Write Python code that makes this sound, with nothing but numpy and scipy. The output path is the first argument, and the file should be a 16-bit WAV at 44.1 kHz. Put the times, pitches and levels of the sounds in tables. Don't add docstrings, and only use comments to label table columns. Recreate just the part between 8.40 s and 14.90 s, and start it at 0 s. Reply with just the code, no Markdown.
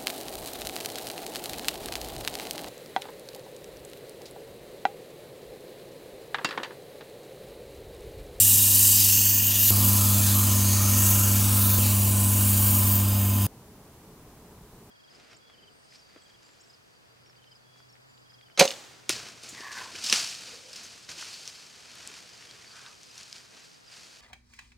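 import sys
import numpy as np
from scipy import signal
from scipy.fft import rfft, irfft
from scipy.io import wavfile
from scipy.ndimage import uniform_filter1d

SR = 44100
rng = np.random.default_rng(int(sys.argv[2]) if len(sys.argv) > 2 else 0)


def unload_wav(signal):
    wavfile.write(
        sys.argv[1],
        SR,
        np.round(np.clip(np.atleast_2d(signal).T, -1, 1) * 32767).astype(np.int16),
    )


def ratio(d):
    e = np.asarray(d, float) / 20
    return 10 ** e


N = 286650
FRAME, HOP = 1024, 256
HUM_HZ = 99.96

SCENE_STARTS = [0, 1.3072, 3.3873, 5.0673]
SPINDLE_HZ = [23.673, 23.742, 23.748]
# time_s, pressure_db, surface_speed_db (heard as brightness)
STROKES = [
    [(0.0, -15, -4.5), (0.018, -15.5, -3), (0.316, -17.5, -3.5), (0.44, -16, -3), (1.024, -21, -1),
     (1.044, -19.5, -0.5), (1.138, -22, -1.5), (1.298, -18, -1.5), (1.306, -14, 3)],
    [(1.31, -22, 0), (1.49, -18.5, 2), (1.51, -21.5, 0), (2.44, -25, -3), (2.66, -20, -0.5),
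     (3.08, -25, -2), (3.22, -22, -0.5), (3.37, -24, -0.5), (3.39, -24, -2)],
    [(3.389, -24.5, -2.5), (3.701, -25.5, -1.5), (3.729, -26.5, -4), (4.355, -21.5, -1.5),
     (4.447, -25, -1.5), (4.559, -24, -0.5), (4.653, -29, -1.5), (5.066, -30.5, -1.5)],
]


def evened(x):
    return x / np.sqrt(np.mean(x ** 2) + 1e-20)


def read(points, hz):
    f, value = np.transpose(points)
    return np.interp(np.log(hz + 1), np.log(f + 1), value)


def bumps(rings, hz):
    return sum(db / (1 + (2 * (hz - f) / width) ** 2) for f, width, db in rings)


def hump(at, hz, start, end, from_hz, to_hz, db, width):
    along = np.clip((at[:, None] - start) / (end - start), 0, 1)
    centre = from_hz + (to_hz - from_hz) * along
    return db * np.sin(np.pi * along) ** .5 / (1 + (2 * (hz - centre) / width) ** 2)


def frame_axes(length):
    return np.arange(length // HOP + 5) * HOP / SR, np.fft.rfftfreq(FRAME, 1 / SR)


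def patches(shape, frames, bins):
    field = uniform_filter1d(rng.standard_normal(shape), frames, axis=0)
    return evened(uniform_filter1d(field, bins, axis=1))


def noise(field_db, length):
    draws = rng.standard_normal(field_db.shape) + 1j * rng.standard_normal(field_db.shape)
    z = ratio(field_db) * draws
    return evened(signal.istft(z.T, nperseg=FRAME, noverlap=FRAME - HOP)[1][:length])


def coloured(colour_db, length):
    gain = ratio(colour_db(np.fft.rfftfreq(length, 1 / SR)))
    return evened(irfft(rfft(rng.standard_normal(length)) * gain, length))


def band(hz, width, length):
    return coloured(lambda f: -20 * np.log10(1 + (2 * (f - hz) / width) ** 2), length)


def workshop(length):
    # pitch_hz, density_db
    shop = [(12, -39), (20, -7), (38, -2), (184, -2), (334, -9), (417, -6), (520, -13.5), (694, -14.5),
            (1880, -26), (4000, -39), (5200, -54), (8800, -120)]
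    room_rings = [(423, 17, 1), (333, 18, 2.2), (1000, 390, 5.0)]  # pitch_hz, width_hz, level_db
    return ratio(-51.5) * coloured(lambda hz: read(shop, hz) + bumps(room_rings, hz), length)


def distant_fan(length):
    return ratio(-67.5) * band(425, 36, length)


def motor(paper, t):
    rotor_hz = 24.53
    hum_turn = [-.44, -.309, .455]
    # multiple, lag_turns, far_db, near_db
    harmonics = [(1, 0, -31.3, -23), (2, .75, -42.3, -32.2), (3, .36, -49.4, -46), (5, .1, -67, -60),
                 (6, .6, -70, -59)]
    orders = [(2, 0, 0), (3, 0, 0), (4, 0, 0), (6, 0, 0), (9, 0, 0), (10, 0, 0), (24, 0, 0), (2.55, 0, 0),
              (8.247, 0, 0), (9.31, 0, 0), (9.685, 0, 0), (10.09, 0, 0), (10.195, 0, 0), (10.42, 0, 0),
              (12.37, 0, 0), (0, 0, 1), (0, 1, 1), (0, 3, -1), (0, 3, 1), (0, 6, -1),
              (30, 0, 0), (30, 0, 1), (30, 1, 0), (30, 1, 1), (30, 3, 1), (30, 3, 2), (44.55, 0, 0),
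                   (10.345, 0, 0), (15.37, 0, 0), (24.83, 0, 0), (27.62, 0, 0), (30, -1, 0), (30, -1, 1)]
    # far_db, near_db
    tones = [(-70, -60), (-50.5, -42), (-65, -56), (-72, -54), (-66, -56), (-55, -47), (-64.5, -57),
             (-66, -58), (-59, -49), (-83, -56), (-66, -91), (-61, -49), (-57, -45.5), (-58, -46.5),
             (-59, -53.5), (-72, -59), (-68, -65), (-59.5, -52), (-60, -51), (-61.5, -59),
             (-64, -54.5), (-66, -62), (-65, -64), (-66.5, -54.5), (-57.5, -52), (-65, -57.5),
                  (-71, -59), (-54, -48), (-73, -58), (-78, -65), (-74, -67), (-72, -58), (-76, -60.5)]
    # pitch_hz, density_db
    rumble_colour = [(12, -61), (20, -33), (43, -26), (67, -11), (98, -15.5), (127, -12), (150, -13.5),
                     (205, -4.5), (418, -9), (927, -8.5), (1030, -3.5), (1970, -44), (3000, -34),
                     (3900, -59), (6600, -120)]
    # pitch_hz, width_hz, level_db
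    rumble_rings = [(72, 14, 6), (240, 63, 4), (590, 50, 0.5), (757, 41, -8), (873, 24, 4),
                    (1027, 94, -8.5)]
    rumble_db = [-50, -42, -42]

    near = min(paper, 1)
    turns = HUM_HZ * t + hum_turn[paper]
    hum = sum(ratio(db[near]) * np.cos(2 * np.pi * (k * turns + lag)) for k, lag, *db in harmonics)
    knots = np.arange(t[0], t[-1] + .2, .2)
    for multiples, db in zip(orders, tones):
        hz = np.dot(multiples, [SPINDLE_HZ[paper], HUM_HZ, rotor_hz])
        sway_db, drift = rng.standard_normal((2, len(knots)))
        phase = 2 * np.pi * (hz * t + rng.random()) + 0.61 * np.interp(t, knots, drift)
        hum = hum + ratio(db[near] + 1.3 * np.interp(t, knots, sway_db)) * np.cos(phase)
    rumble = coloured(lambda hz: read(rumble_colour, hz) + bumps(rumble_rings, hz), len(t))
    throb = 1 + 0.14 * np.cos(2 * np.pi * rotor_hz * t) + 0.13 * np.cos(2 * np.pi * turns)
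    return np.sqrt(2) * hum + ratio(rumble_db[paper]) * throb * rumble


def whine(paper, t):
    level_db = -60.5 if paper == 0 else -47.5
    swell_hz, swell_top_s = 1.73, 1.55
    hz = 30 * SPINDLE_HZ[paper] + 3 * HUM_HZ
    drift = evened(uniform_filter1d(rng.standard_normal(len(t)), size=3000))
    swell = 1 + .45 * np.cos(2 * np.pi * swell_hz * (t - swell_top_s))
    return np.sqrt(2) * ratio(level_db) * swell * np.cos(2 * np.pi * hz * t + .3 * drift)


def knock(paper, t):
    knock_db = [-41, -52, -49]
    sharpness = 1.2
    s, press_db, _ = np.transpose(STROKES[paper])
    flare = np.exp(sharpness * np.cos(2 * np.pi * (SPINDLE_HZ[paper] * t + rng.random())))
    pressed = ratio(0.41 * (np.interp(t, s, press_db) - press_db.mean()))
    return ratio(knock_db[paper]) * pressed * evened(flare * band(2880, 300, len(t)))


def whirr(paper, t):
    # pitch_hz, width_hz, level_db
    casting = [(1789, 64, -2), (2458, 77, 2), (2980, 118, -12), (3227, 60, 2.5), (3730, 36, -4),
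               (4720, 180, -4.5), (4800, 46, 3.5), (5370, 120, -5), (6100, 130, 5.5), (6720, 59, -12),
               (6900, 57, -9), (7730, 64, -18)]
    whirr_db = [-43.5, -46.5, -46.5]

    def colour_db(hz):
        return 20 * np.log10(sum(ratio(db) / (1 + (2 * (hz - f) / width) ** 2) for f, width, db in casting))

    return ratio(whirr_db[paper]) * coloured(colour_db, len(t))


def strip_contact(at, hz):
    # start_s, end_s, from_hz, to_hz, level_db
    skids = [
        (1.18, 1.27, 14400, 12600, 6),
        (1.24, 1.33, 12600, 11700, 6),
        (.33, .78, 4600, 5200, 4),
        (1.93, 2.04, 11500, 14000, 5.5),
        (2.5, 3.1, 4100, 4000, -2),
        (2.9, 3.25, 7500, 8500, 4),
        (3.12, 3.4, 14000, 15500, 3.5),
        (4.45, 4.62, 12500, 14500, 4),
    ]
    # start_s, end_s, pitch_hz, level_db
    rests = [(0.8, 1.18, 14750, 2.5), (1.3, 1.28, 3500, 2.5), (1.22, 2, 14800, -2), (1.35, 1.25, 2900, -3),
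             (-1.5, 1, 2900, .5), (.78, 1.1, 3900, -3), (1.2, 1.48, 4500, 4), (1.8, 1.95, 4400, 5),
             (1.96, 1.8, 1700, 6), (2.23, 2.42, 4450, 5), (2, 2.9, 6550, 3.5), (1.5, 3.1, 6400, 3.5),
             (2.05, 2.8, 1970, 3.5), (0.1, 1.0, 6300, 4), (0, 1.15, 11100, -4), (4, 2.7, 19000, 6),
             (4, 4.2, 7900, 2), (3.0, 2.4, 4000, -2.5), (4.5, 4.4, 8950, 1), (2.5, 4.1, 3900, 3.5),
             (4, 5.25, 5800, -6), (4.4, 5.1, 4400, -2.5), (3.38, 4.44, 5400, -2.5), (1, 1.35, 4200, -2),
             (-0.3, 0.23, 4200, -2), (0.5, 1.75, 6200, 1.5), (1.3, 1.55, 13500, -2), (1.3, 1.55, 15000, -2),
             (3.05, 3.4, 3300, -2), (3.05, 3.4, 4700, -2), (.15, .55, 6000, -2), (1.9, 2.2, 6000, -2)]
    # start_s, end_s, pitch_hz, level_db
    sings = [(2.18, 2.4, 6560, 2.5), (0.3, 1.95, 6400, 2), (1.5, 2.82, 6200, 2), (2.5, 3.15, 7800, 3.5),
             (1.3, 1.7, 4900, 3.5), (1, 1.66, 3000, 3), (2.05, 2.15, 3000, 5), (2.5, 2.8, 2900, 4),
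             (2.5, 2, 3550, -3), (2.3, 1.9, 4500, -3), (.25, .62, 3460, -2), (0.7, 1.09, 3750, -9),
             (1, 0.49, 4540, 3), (1, 0.76, 3850, 1.5), (2.0, 2.4, 5700, -3), (0.7, .75, 3300, 4.5),
             (0.6, .65, 3270, 3), (-.1, .6, 2150, -3), (0.6, 1.31, 4000, -4), (4.28, 5.3, 2600, 2.5),
             (4.55, 5.1, 5550, -5), (4, 3.9, 4000, -4), (4, 3.7, 6150, 4), (4.2, 5, 5600, 3),
             (2.6, 2.85, 5300, -3), (1.7, 1.95, 9300, 4), (2.15, 2.3, 8100, 2), (3.5, 3.88, 7950, 4),
             (3.5, 4.4, 13000, -2), (3.4, 4.0, 10000, 3), (.6, 1.2, 14750, 3), (0.5, .75, 9650, 3),
             (-0.5, .5, 10450, -3), (.1, 0.82, 11100, 4), (0, 0.86, 9800, 5), (0.3, 1.0, 7650, 5),
             (1.5, 2.2, 7500, 5), (2.95, 3.3, 9800, 5), (3.5, 3.9, 12450, -3), (3, 2.7, 9700, 3),
             (2.3, 2.95, 10300, -4), (5, 5.4, 9200, 4), (1.0, 1, 15600, 4), (1.3, 1.35, 6200, -5),
             (2.5, 3.35, 4000, -4)]
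    # start_s, end_s, level_db
    lifts = [
        (1.887, 1.94, 0),
        (3.7, 3.778, -1),
        (4.555, 4.673, -1.5),
    ]
    field = 0
    for start, end, from_hz, to_hz, db in skids + [(start, end, f, f, db) for start, end, f, db in rests]:
        width_hz = 400 + .06 * from_hz
        field = field + hump(at, hz, start, end, from_hz, to_hz, db, width_hz)
    for start, end, f, db in sings:
        field = field + hump(at, hz, start, end, f, f, db, 310)
    for start, end, db in lifts:
        field = field + hump(at, hz, start, end, 11000, 11000, db, 8700)
    return field


def sandpaper(paper, t):
    reach_hz = [2500, 3800, 4600, 6400, 7600, 11200, 12000, 15700]
    press_share = [(.1, 0.39, 1.2, 0.9), (.3, 0.23, 1.4, 0.91), (.5, .8, .95, 1.01)]
    speed_share = [(.1, -0.7, -1.3, 0.55), (-0.33, -0.23, -1.1, 0.82), (-0.23, 0.13, -1.3, 1.01)]
    # pitch_hz, density_db
    papers = [
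        [(760, -36), (1300, -25.5), (1780, -18), (2260, -19.5), (2840, -9), (3530, -13), (3830, -12),
         (4210, -10.5), (6250, -5.5), (6860, -4.5), (7610, -2), (10300, -3.5), (11900, 0.5), (14700, 1),
         (15600, -15)],
        [(880, -16.5), (1500, -9.5), (1810, -11), (1990, -10.5), (2810, -7.5), (3620, -5.5), (4770, -5.5),
         (5210, -5.5), (6460, -6), (8250, -0.5), (14900, 3.5), (15600, -6.5)],
        [(880, -49), (1500, -9), (1840, -16.5), (1990, -12), (2180, -12), (2860, -8.5), (3450, -14),
         (4810, -9.5), (5310, -12.5), (6780, -4.5), (8840, -2), (10900, -2), (14300, 2), (15600, -5.5)],
    ]
    # pitch_hz, width_hz, level_db
    rings = [
        [(2120, 190, -3.5), (2800, 310, 2.5), (3810, 160, 8), (6420, 140, 3), (7540, 270, 2.5), (8500, 220, 2),
         (9300, 260, 3), (13200, 150, 3), (15100, 260, 6), (15300, 550, 0)],
        [(1880, 75, 8.5), (1983, 140, -14), (2860, 67, 4), (4720, 240, 2), (6500, 1300, 4), (7560, 200, 1),
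         (12700, 350, 2), (15300, 360, 1.5)],
        [(1846, 56, 10), (1980, 150, -8), (2930, 110, 2.5), (3680, 110, 3), (4940, 100, 1), (5300, 230, 3),
         (5700, 130, 6.5), (6700, 130, 5.5), (8950, 290, 3), (12900, 200, -0.5), (14200, 230, -1),
         (15200, 660, 5.5), (3240, 73, 7), (7360, 110, 2)],
    ]
    paper_db = [-17, -20.5, -23.5]

    s, press_db, speed_db = np.transpose(STROKES[paper])
    at, hz = frame_axes(len(t))
    pressed = np.outer(np.interp(at + t[0], s, press_db), press_share[paper])
    sped = np.outer(np.interp(at + t[0], s, speed_db), speed_share[paper])
    shift = pressed + sped
    shift -= 10 * np.log10(np.mean(ratio(2 * shift), 0))
    colour = read(papers[paper], np.minimum(hz, 14900)) + bumps(rings[paper], hz)
    strokes = [read(np.c_[reach_hz, np.repeat(row, 2)], hz) for row in shift]
    field = colour + strip_contact(at + t[0], hz) + strokes
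    field += 1.6 * patches(field.shape, frames=75, bins=3)
    field += 1.05 * patches(field.shape, frames=8, bins=12)
    turn = 2 * np.pi * SPINDLE_HZ[paper] * t + 6 * rng.random()
    runout = 1 + 0.079 * np.cos(turn) + 0.044 * np.cos(2 * turn + 1)
    clumps = evened(uniform_filter1d(rng.standard_normal(len(t)), size=60))
    bite = ratio(.6 * clumps)
    return ratio(paper_db[paper]) * runout * bite * noise(field, len(t))


def side_flecks():
    # centre_s, low_hz, high_hz, level_db
    flecks = [(.358, 10200, 12000, -25), (.381, 9500, 11100, -31), (.381, 14400, 15780, -30),
              (0.867, 13100, 16000, -23), (2.099, 6840, 8300, -33), (2.099, 8900, 10400, -32),
              (3.004, 11700, 13200, -31.5), (3.654, 6230, 8300, -35), (4.467, 5600, 7700, -36),
              (5.07, 3460, 15400, -52)]
    length = 1400
    side = np.zeros(N)
    for s, low_hz, high_hz, db in flecks:
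        burst = coloured(lambda hz: np.where((hz > low_hz) & (hz < high_hz), 0, -90), length)
        side[round(s * SR) - length // 2:][:length] += ratio(db) * burst * np.hanning(length)
    return side


def brushes():
    # start_s, length_s, pitch_hz, level_db
    scrapes = [
        (3.425, .11, 4300, -35.5),
        (3.42, .16, 2500, -42),
        (1.105, .09, 3300, -35),
        (1.27, .037, 3700, -35),
    ]
    out = np.zeros(N)
    for start, length, hz, db in scrapes:
        t = np.arange(round(length * SR)) / SR
        swell = np.minimum(t / 0.0056, 1) * (1 - t / length) ** .5
        out[round(start * SR):][:len(t)] += ratio(db) * swell * band(hz, 0.33 * hz, len(t))
    return out


def flutter(t):
    # start_s, hold_s, level_db, pitch_hz
    tug_table = [(1.3, .12, -40, 1140), (1.553, 0.18, -40.5, 1220), (1.93, .14, -39, 1150),
                 (2.353, 0.12, -37.5, 1220), (2.55, 0.29, -41, 1270), (2.997, 0.13, -41, 1240),
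                 (3.154, 0.12, -39.5, 1240), (3.475, .04, -43, 1130), (3.84, .05, -53, 1260),
                 (4.0, 0.068, -46, 1210), (4.2, .07, -43, 1130), (4.337, 0.36, -47, 1160),
                 (4.954, .12, -52, 1180)]
    tug_s, slacken_db_per_s, tighten_hz_per_s = 0.019, 60, 230
    slack_db, width_hz = -49, 260
    start, hold, db, hz = np.transpose(tug_table)[..., None]
    since = t - start
    fall_db = slacken_db_per_s * np.maximum(since - hold, 0)
    tugs = ratio(db - fall_db) ** 2 * np.clip(since / tug_s, 0, 1)
    climbing = hz + tighten_hz_per_s * np.clip(since, 0, hold)
    pitch = (tugs * climbing).sum(0) / (tugs.sum(0) + 1e-30)
    turn = np.exp(2j * np.pi * np.cumsum(pitch) / SR)
    r = np.exp(-np.pi * width_hz / SR)
    slow = signal.lfilter([1], np.poly([r, r]), rng.standard_normal(len(t)) / turn)
    buzz = ratio(-3.0) * evened((turn * slow).real)
    return np.sqrt(tugs.sum(0) + ratio(2 * slack_db)) * buzz * (t >= start[0])


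def eased_rings():
    # pitch_hz, width_hz, level_db
    thin_rings = [(4980, 100, -51), (3640, 100, -52.5), (3150, 90, -58)]
    t = np.arange(N) / SR
    eased = np.clip((t - 4.3) / .15, 0, 1) * (t < SCENE_STARTS[3])
    return eased * sum(ratio(db) * band(hz, width, N) for hz, width, db in thin_rings)


def scene():
    mix = workshop(N) + distant_fan(N)
    for paper in range(3):
        span = np.arange(round(SCENE_STARTS[paper] * SR), round(SCENE_STARTS[paper + 1] * SR))
        t = span / SR
        mix[span] += motor(paper, t) + whine(paper, t) + knock(paper, t) + whirr(paper, t)
        mix[span] += sandpaper(paper, t) + flutter(t)
    mix += brushes() + eased_rings()
    return np.array([mix, mix])


def top_cut(x):
    return signal.sosfilt(signal.butter(12, 15770, fs=SR, output="sos"), x)


def record(dry):
    hiss_db, side_db = -60.5, -60.5
    common, opposed = rng.standard_normal(dry.shape)
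    quiet = np.arange(N) > SCENE_STARTS[3] * SR
    side = ratio(side_db) * opposed * quiet + side_flecks()
    wired = dry + ratio(hiss_db) * common + np.array([side, -side])
    edge = signal.firwin(1023, 15830, window=("kaiser", 10), fs=SR)
    wired = signal.oaconvolve(wired, edge[None], "same", axes=1)
    return top_cut(wired)


dry = scene()
out = record(dry)
unload_wav(out)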